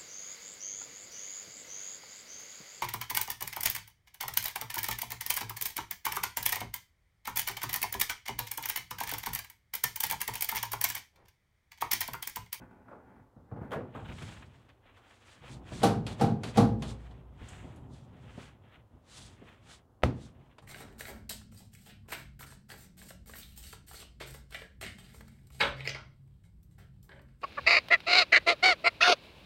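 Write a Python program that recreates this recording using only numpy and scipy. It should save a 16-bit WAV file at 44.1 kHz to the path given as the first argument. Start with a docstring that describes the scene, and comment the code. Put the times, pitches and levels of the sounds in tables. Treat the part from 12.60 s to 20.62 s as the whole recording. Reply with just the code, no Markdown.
"""Fingers scuff and knock a plastic buckle in a small parked car; a seat-belt tongue clacks into its latch.
Three sharp tugs lock the reel with a clunk that rings a body panel; after each the pawl lets go with a tick.
Clothes rub, webbing hisses and the cushion rumbles with each movement; at last the belt slaps the chest.
Blows are noise bands (some with dying sines) that ring and fade; rubbing is grainy noise under gesture
envelopes; still air is steady coloured noise."""
import sys
import numpy as np
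from scipy import signal
from scipy.fft import rfft, irfft, next_fast_len
from scipy.io import wavfile

SR = 44100
rng = np.random.default_rng(int(sys.argv[2]) if len(sys.argv) > 2 else 0)


def output_pcm(signal):
    """Save a mono or channel-first signal as 16-bit PCM at the path in sys.argv[1].

    Samples are clipped to [-1, 1] before scaling.
    """
    pcm = np.clip(np.atleast_2d(signal).T, -1, 1) * 32767
    wavfile.write(sys.argv[1], SR, np.round(pcm).astype(np.int16))


N = 353549
TIME = np.arange(N) / SR
AGE = TIME[:SR]  # the second after a blow

# reel locks: start_s, level_db, brightness_db_per_octave, crack_db, favoured_hz, lift_db
LOCKS = [(3.231, -12.5, 0.5, -11, 770, 3), (3.610, -14.5, -0.5, -20.5, 1420, 21.5),
         (3.972, -10, -1, -4, 1040, 14)]
# belt goes slack, pawl lets go: start_s, tick_db, spool_thud_db, wind_back_s
RELEASES = [(3.466, -26.5, -31.5, 0.048), (3.834, -26, -29.5, 0.052), (4.222, -28.5, -30, 0.089)]
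# arm sweeps that draw the belt along: top_speed_s, rise_s, fall_s, cloth_db, webbing_db
STROKES = [(1.36, .02, 0.099, -61, -89), (1.68, 0.21, 0.15, -55.5, -57), (1.96, 0.079, 0.16, -71, -76.5),
           (2.27, 0.031, 0.08, -66, -86.5), (2.375, 0.042, 0.036, -67.5, -74.5),
           (2.53, 0.12, 0.064, -64, -70.5), (2.70, 0.13, 0.12, -65, -64.5), (2.85, 0.023, .06, -54, -76),
           (2.93, 0.08, 0.046, -60, -57), (3.16, 0.077, 0.098, -55.5, -53), (4.42, .12, .2, -68, -75.5),
           (4.89, 0.1, 0.17, -59, -64.5), (5.08, 0.055, .12, -66, -77), (5.34, 0.045, 0.13, -71.5, -67),
           (5.70, 0.23, .08, -68.5, -75), (5.834, 0.11, .08, -58, -62), (6.16, 0.12, 0.038, -66, -85),
           (6.35, 0.12, 0.063, -84.5, -93), (6.574, 0.083, 0.14, -61, -52), (6.899, 0.11, 0.098, -62, -74),
           (7.136, .08, 0.046, -61, -56.5), (7.645, 0.1, 0.064, -68.5, -64), (7.85, 0.12, 0.14, -73.5, -88)]


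def from_db(db):
    """Decibels to gain."""
    return np.exp(np.asarray(db) * (np.log(10) / 20))


def rms_one(x):
    """Scale to unit power."""
    return x / np.sqrt(np.mean(x ** 2) + 1e-20)


def at_hz(points, hz):
    """Read a table on a log-frequency axis."""
    freqs, values = np.transpose(points)
    return np.interp(np.log(hz), np.log(freqs), values)


def add(track, start_s, sound):
    """Mix a sound into a track at a given time."""
    start = max(round(start_s * SR), 0)
    track[start:start + len(sound)] += sound[:N - start]


def mode(hz, t60_s, phase=0):
    """A dying sine: one resonance after a blow."""
    return np.sin(2 * np.pi * hz * AGE + phase) * from_db(-60 * AGE / t60_s)


def build_up(hz, build_cycles):
    """A resonance takes some cycles to build, so the lows rise later."""
    return 1 - np.exp(-np.minimum(AGE * hz / build_cycles, 20))


def band_bank():
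    """Three seconds of noise in narrow bands, five to every two octaves: (centres in Hz, noises)."""
    edges_hz = 25 * 2 ** np.arange(0, 9.5, .4)
    noises = []
    for pair in zip(edges_hz, edges_hz[1:]):
        sos = signal.butter(2, pair, "band", fs=SR, output="sos")
        noises.append(signal.sosfilt(sos, rng.standard_normal(3 * SR)))
    centres_hz = np.sqrt(edges_hz[:-1] * edges_hz[1:])
    return centres_hz[:, None], np.array(noises)


BANDS = band_bank()


def blows(rows, colour, ring_scale, crack_s, build_cycles):
    """Each blow is a short crack and a dense ring that dies band by band; the lows build later."""
    # cabin decay, scaled by ring_scale: freq_hz, t60_s
    cabin_t60 = [(60, 0.74), (170, 0.67), (420, 0.46), (1100, 0.43), (3000, 0.34), (8000, 0.27),
                 (15000, 0.16)]
    out = np.zeros(N)
    hz, noise = BANDS
    onset = from_db(at_hz(colour, hz)) * build_up(hz, build_cycles)
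    ring_shape = onset * from_db(-60 * AGE / (ring_scale * at_hz(cabin_t60, hz)))
    crack_shape = onset * np.exp(-AGE / crack_s)
    octaves = np.log2(hz[:, 0] / 1000)
    noise_starts = rng.integers(SR // 2, 2 * SR, len(rows))
    for (start_s, level_db, bright_db, crack_db, *_), start in zip(rows, noise_starts):
        tilt = from_db(bright_db * octaves)
        grain = noise[:, start:start + SR]
        ringing = np.einsum("b,bt,bt->t", tilt, ring_shape, grain)
        cracking = np.einsum("b,bt,bt->t", tilt, crack_shape, grain)
        sound = ringing + from_db(crack_db) * cracking
        first_50_ms = sound[:SR // 20]
        add(out, start_s, from_db(level_db) * sound / np.std(first_50_ms))
    return out


def drift(rate_hz):
    """Random wander of spread 1 through about rate_hz values a second."""
    knots = rng.standard_normal(4096)
    return rms_one(np.interp(TIME * rate_hz, np.arange(len(knots)), knots))


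def coloured(colour, source):
    """Give a steady excitation a spectrum; unit power."""
    size = next_fast_len(N)
    hz = np.maximum(np.arange(size // 2 + 1) * SR / size, 1)
    steep_bottom = 1 / (1 + (colour[0][0] / hz) ** 2)
    spectrum = rfft(source, size) * from_db(at_hz(colour, hz)) * steep_bottom
    return rms_one(irfft(spectrum, size)[:N])


def reflections(x, spread_s, count=40):
    """Glass and trim throw back a quick crowd of echoes that comb the sound."""
    echoes = np.zeros(SR // 10)
    at = rng.integers(0, len(echoes), count)
    echoes[at] = rng.choice([-1, 1], count) * np.exp(-at / SR / spread_s)
    return rms_one(signal.oaconvolve(x, echoes)[:N])


def friction(colour, grain_db, grain_hz, patchy_db, echo_db):
    """Fibres catch and slip in tiny bursts, which gather in slower patches."""
    roughness_db = grain_db * drift(grain_hz) + patchy_db * drift(45)
    slips = rms_one(rng.standard_normal(N) * from_db(roughness_db))
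    return coloured(colour, slips + from_db(echo_db) * reflections(slips, spread_s=0.05))


def gesture_speed(top_s, rise_s, fall_s):
    """Speed of one gesture: it builds to 1 at top_s and dies away."""
    roundness = 1.44  # 1 is a pointed swell, 2 a bell
    rising = (top_s - TIME) / max(rise_s, .005)
    falling = (TIME - top_s) / max(fall_s, .005)
    distance = np.maximum(rising, falling)
    near = distance < 6
    speed = np.zeros(N)
    speed[near] = np.exp(-distance[near] ** roundness)
    return speed


def gestures(rows, power=1):
    """Gain of gestures (top_s, rise_s, fall_s, level_db); where they overlap, their powers sum."""
    total = 0
    for top_s, rise_s, fall_s, level_db in rows:
        total = total + (from_db(level_db) * gesture_speed(top_s, rise_s, fall_s) ** power) ** 2
    return np.sqrt(total)


def pulls(level_db):
    """Each tug runs the webbing out, ever faster, until the lock stops it dead."""
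    return [(start_s, 0.029, .008, level_db) for start_s, *_ in LOCKS]


def rewinds(level_db):
    """After each release the spring winds the belt back, faster and faster, until it is snug."""
    return [(start_s + wind_s, wind_s, 0.042, level_db) for start_s, _, _, wind_s in RELEASES]


def reel_locks():
    """The pawl bites the ratchet: the reel clatters and the panel rings, each tug favouring other modes."""
    # reel clatter spectrum: freq_hz, density_db
    lock_colour = [(35, -31), (60, -21), (120, 8.5), (230, 7), (350, -10), (800, -7), (1400, -17),
                   (1900, -25.5), (4400, -23.5), (6000, -29.5), (9800, -32), (15000, -47)]
    # reel and the panel that carries it: freq_hz, level_db, t60_s
    reel_modes = [(58.8, -16.5, 2.6), (109.4, -6, 1.04), (140.8, -7.5, 0.76), (171, -3.5, 0.66),
                  (214, 4, 0.54), (231.3, -3.5, 0.6), (322, -8, 0.58), (382, -11.5, 0.62),
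                  (412.4, -8.5, 0.71), (467.4, 2.5, 0.46), (483.7, -6, 0.33), (527.5, -17, 0.93),
                  (649, -13, 0.4), (691, -6, 0.39), (708, -7, 0.47), (788, 0, 0.31), (815, -6, 0.46),
                  (850, -8, 0.15), (1060, -30.5, 0.19), (1140, -14, 0.32), (1350, -22.5, 0.28),
                  (1497, -28.5, .33), (1520, -26.5, 0.2), (3900, -17.5, 0.22), (4300, -22.5, 0.17)]
    clatter_db, panel_db, spread_db, lift_octaves = -11.5, -13.5, 2.0, 0.13
    clatter = blows(LOCKS, lock_colour, ring_scale=0.94, crack_s=0.04, build_cycles=3.55)
    out = from_db(clatter_db) * clatter
    for start_s, level_db, _, _, favoured_hz, lift_db in LOCKS:
        for hz, mode_db, t60_s in reel_modes:
            closeness = np.exp(-(np.log2(hz / favoured_hz) / lift_octaves) ** 2)
            chance_db = spread_db * rng.standard_normal()
            gain = from_db(level_db + panel_db + mode_db + lift_db * closeness + chance_db)
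            ring = mode(hz, t60_s, rng.uniform(0, 2 * np.pi))
            add(out, start_s, gain * build_up(hz, build_cycles=1.9) * ring)
    return out


def belt_slap():
    """Slack runs out, the webbing hits the chest with a hard, dead smack, and the cabin answers."""
    # contacts: start_s, level_db
    contacts = [(7.4223, -39), (7.4324, -25), (7.4354, -7.5)]
    # taut webbing on a padded chest: freq_hz, level_db, t60_s
    slap_modes = [(59, -17, 0.19), (82, -12.5, 0.12), (124.7, -22, 0.54), (550, 4.5, 0.0059),
                  (880, 2.5, 0.004), (1276, -9, 0.018), (1900, -5, 0.0045), (2970, -3, 0.0019)]
    # cabin answer spectrum: freq_hz, density_db
    slap_colour = [(30, -32), (65, 1.5), (180, 3.5), (400, -4.5), (750, -11), (1200, -20), (2500, -24),
                   (5000, -33.5), (9000, -43), (15000, -48)]
    snap_db, snap_decay_s, snap_lowpass_hz, cabin_db = -23.5, 0.00099, 7000, -22.0
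    smack = np.zeros(SR)
    for k, (hz, level_db, t60_s) in enumerate(slap_modes):
        sign = (-1) ** (k + 1)
        smack += sign * from_db(level_db) * mode(hz, t60_s)
    lowpass = signal.butter(2, snap_lowpass_hz, fs=SR, output="sos")
    snap = signal.sosfilt(lowpass, rng.standard_normal(SR)) * np.exp(-AGE / snap_decay_s)
    smack += from_db(snap_db) * snap
    cabin_rows = [(start_s, level_db, 0, -3.0) for start_s, level_db in contacts]
    cabin = blows(cabin_rows, slap_colour, ring_scale=0.83, crack_s=0.01, build_cycles=0.8)
    out = from_db(cabin_db) * cabin
    for start_s, level_db in contacts:
        add(out, start_s, from_db(level_db) * smack)
    return out


def buckle():
    """The tongue slides in with a plastic clack, and each contact rings the steel catch."""
    # tongue slides home, latch snaps: start_s, level_db, brightness_db_per_octave, crack_db
    latch = [(1.108, -35.5, 2, 14), (1.118, -26, 3, -12), (1.132, -26, 2, 7), (1.157, -23.5, -5, -0.5)]
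    # plastic clack spectrum: freq_hz, density_db
    latch_colour = [(40, -28), (100, -1.5), (300, 0), (520, 7.5), (900, -3), (1600, -9.5), (3300, -30),
                    (5000, -43.5), (12000, -46), (16000, -56)]
    # steel catch: freq_hz, level_db, t60_s
    catch_modes = [(1680, 1, 0.16), (2100, -13, 0.16), (3180, -1.5, 0.038), (3440, -7, 0.043)]
    body_db, catch_db = -13.5, -24.0
    out = from_db(body_db) * blows(latch, latch_colour, ring_scale=0.9, crack_s=0.014, build_cycles=1.6)
    for start_s, level_db, bright_db, _ in latch:
        for hz, mode_db, t60_s in catch_modes:
            hardness_db = bright_db * np.log2(hz / 1000)
            gain = from_db(level_db + catch_db + mode_db + hardness_db)
            add(out, start_s, gain * rng.choice([-1, 1]) * mode(hz, t60_s))
    return out


def pawl_and_guide_ticks():
    """The pawl ticks as it catches and as it lets go; spool and belt guide tick lightly."""
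    # spool and belt guide: start_s, level_db, brightness_db_per_octave, crack_db
    light_ticks = [(1.623, -43.5, 6, 10), (2.090, -51, -3.5, 7), (2.256, -48.5, -9, 17),
                   (2.833, -38.5, -7, -11.5), (4.511, -45.5, -5.5, 10), (5.073, -44, -10, 1),
                   (5.160, -55.5, 12, 4.5), (7.983, -38.5, -4, 17)]
    # tick spectrum: freq_hz, density_db
    tick_colour = [(100, -15), (700, 9), (1200, 4), (2200, 5.5), (3700, 10), (5500, -5.5), (9000, -2),
                   (11400, -19), (12800, -32.5), (16000, -40)]
    bite_lead_s = .013  # the pawl catches a tooth just before each lock
    bites = [(start_s - bite_lead_s, -22, -6.5, -12) for start_s, *_ in LOCKS]
    lets_go = [(start_s, tick_db, 0.2, 1.5) for start_s, tick_db, _, _ in RELEASES]
    rows = bites + lets_go + light_ticks
    return from_db(-19.5) * blows(rows, tick_colour, ring_scale=1.0, crack_s=.008, build_cycles=0.5)


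def thuds_and_bumps():
    """The freed spool drops back with a soft thud; hand and buckle bump on the cushion."""
    # cushion bumps: start_s, level_db, brightness_db_per_octave, crack_db
    bumps = [(0.763, -43, -2.5, -16), (0.914, -28.5, -2, -20), (.961, -31, -1.5, -22), (1.013, -33, -2, -7),
             (1.348, -32, 2, -25), (1.489, -30.5, -4.5, 6.5), (1.618, -31.5, -6, 9),
             (3.118, -28.5, -2.5, 10), (4.815, -34.5, -8.5, 24)]
    # dull blow spectrum: freq_hz, density_db
    bump_colour = [(35, -23.5), (80, 3.5), (180, 2.5), (320, -7), (700, -7.5), (1400, -16.5), (2400, -45.5),
                   (6000, -64.5), (16000, -60)]
    thuds = [(start_s, thud_db, 0, -5.5) for start_s, _, thud_db, _ in RELEASES]
    return from_db(-12.0) * blows(thuds + bumps, bump_colour, ring_scale=1.0, crack_s=0.019, build_cycles=.6)


def plastic_knocks():
    """Plastic fittings knock hollowly: low-mid noise bands that crack and ring."""
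    # knocks: start_s, level_db, brightness_db_per_octave, crack_db
    knocks = [(.282, -45.5, 7, -5), (.313, -39, 2.5, -21), (2.372, -52, 10, -6), (5.040, -38.5, -7, -4),
              (5.777, -35.5, -7, 24), (6.815, -41.5, -6.5, 7.5)]
    # hollow plastic spectrum: freq_hz, density_db
    knock_colour = [(60, -18), (180, 7), (340, 8.5), (500, 8.5), (800, 2.5), (1400, -5), (2300, -39.5),
                    (5000, -62), (16000, -72)]
    return from_db(-12.0) * blows(knocks, knock_colour, ring_scale=1.0, crack_s=0.013, build_cycles=0.61)


def guide_chirps():
    """The belt chirps through its guide: a narrow treble band that builds over several cycles."""
    # chirps: start_s, level_db, brightness_db_per_octave, crack_db
    chirps = [(1.349, -61, -7, -4), (4.885, -44, 7, 10), (4.950, -57, 2, -10)]
    # chirp spectrum: freq_hz, density_db
    chirp_colour = [(100, -41), (5500, -38), (6800, -10), (8000, 5), (9000, -17), (11000, -39)]
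    return from_db(-16.5) * blows(chirps, chirp_colour, ring_scale=2.9, crack_s=.01, build_cycles=8.3)


def webbing_slide():
    """The weave hisses as it slides, rising faster than in proportion to speed."""
    # webbing spectrum: freq_hz, density_db
    webbing_colour = [(1500, -13.5), (3500, 11), (5500, 4.5), (8000, 4.5), (9800, -2.5), (11500, -13.5),
                      (12500, -18.5), (15500, -32)]
    strokes = [(top_s, rise_s, fall_s, webbing_db) for top_s, rise_s, fall_s, _, webbing_db in STROKES]
    sliding = gestures(strokes + pulls(-53) + rewinds(-54.5), power=1.7)
    hiss = friction(webbing_colour, grain_db=1.0, grain_hz=400, patchy_db=1.44, echo_db=-10.0)
    return sliding * hiss


def cloth_rub():
    """Clothes rub on belt and seat, with short rasps where the webbing slips."""
    # webbing slips: centre_s, level_db
    rasps = [(1.459, -51), (1.495, -50.5), (1.522, -49.5), (1.589, -50.5), (1.626, -49), (1.690, -53.5),
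             (1.771, -58), (1.832, -57.5), (2.1, -59.5), (5.812, -67)]
    # cloth spectrum: freq_hz, density_db
    cloth_colour = [(200, -1.5), (600, 6.5), (1400, 8.5), (2200, 6.5), (3300, 4), (4100, -7), (4700, -22.5),
                    (8000, -26)]
    rasp_half_s = 0.011
    strokes = [(top_s, rise_s, fall_s, cloth_db) for top_s, rise_s, fall_s, cloth_db, _ in STROKES]
    rubbing = gestures(strokes + pulls(-52.5) + rewinds(-58.5))
    rasping = gestures([(centre_s, rasp_half_s, rasp_half_s, level_db) for centre_s, level_db in rasps])
    cloth = friction(cloth_colour, grain_db=1.5, grain_hz=480, patchy_db=2.4, echo_db=-10.5)
    return from_db(3.0) * np.hypot(rubbing, rasping) * cloth


def shell_scuffs():
    """Fingers hunt for the slot and scuff the buckle's plastic shell."""
    # scuffs: top_s, rise_s, fall_s, level_db
    scuffs = [(.02, 0.075, 0.048, -56.5), (.12, 0.037, 0.14, -63.5), (.30, 0.028, .09, -61),
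              (.55, 0.26, 0.1, -64), (.93, 0.05, 0.041, -66.5), (1.03, 0.041, 0.15, -57.5)]
    # plastic shell spectrum: freq_hz, density_db
    shell_colour = [(90, 0), (190, 17), (330, 7), (500, 5.5), (1000, 2), (1500, -2), (2200, -9),
                    (2700, -20.5), (5000, -37)]
    shell = friction(shell_colour, grain_db=1.5, grain_hz=180, patchy_db=2.0, echo_db=-1.5)
    return from_db(6.0) * gestures(scuffs) * shell


def seat_rumble():
    """The cushion rumbles under shifting weight, and with each tug and rewind."""
    # weight shifts: top_s, rise_s, fall_s, level_db
    shifts = [(.02, .03, .05, -51), (.60, .03, 0.037, -55.5), (1.43, 0.11, 0.15, -44.5),
              (1.72, 0.11, 0.22, -48), (2.97, 0.11, .1, -44.5), (3.2, 0.12, .15, -39.5),
              (4.48, 0.16, 0.33, -48.5), (5.07, 0.3, 0.5, -46), (5.68, 0.34, .25, -49),
              (6.04, .03, 0.057, -54.5), (6.19, 0.039, 0.036, -54.5), (6.36, .04, 0.054, -52.5),
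              (6.64, .15, 0.26, -52), (7.08, 0.062, 0.14, -55.5), (7.80, 0.19, .12, -53)]
    # cushion spectrum: freq_hz, density_db
    seat_colour = [(25, -22.5), (55, 6), (110, 5), (220, -2), (400, -9.5), (800, -15), (1400, -27),
                   (2500, -60.5)]
    weight = gestures(shifts + pulls(-35.5) + rewinds(-38.5))
    seat = friction(seat_colour, grain_db=1.0, grain_hz=170, patchy_db=0.95, echo_db=-3.5)
    return from_db(-2.0) * weight * seat


def still_air():
    """Steady, mostly low noise of the quiet cabin."""
    # air spectrum: freq_hz, density_db
    air_colour = [(15, -37), (25, -6.5), (113, 6), (169, -18.5), (215, -5), (340, -8), (804, -12.5),
                  (1170, -17), (2120, -33), (2490, -40), (2850, -35), (4380, -39), (15500, -43.5)]
    return from_db(-64) * coloured(air_colour, rng.standard_normal(N))


def scene():
    """All sources in the cabin, over still air; one channel."""
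    belt = reel_locks() + belt_slap() + buckle()
    small_blows = pawl_and_guide_ticks() + thuds_and_bumps() + plastic_knocks() + guide_chirps()
    movement = webbing_slide() + cloth_rub() + shell_scuffs() + seat_rumble()
    return (belt + small_blows + movement + still_air())[None]


def record(dry):
    """A steep elliptic low-pass cuts the top."""
    cutoff_hz = 15800
    lowpass = signal.ellip(10, .1, 80, cutoff_hz, fs=SR, output="sos")
    return signal.sosfilt(lowpass, dry)


dry = scene()
out = record(dry)
output_pcm(out)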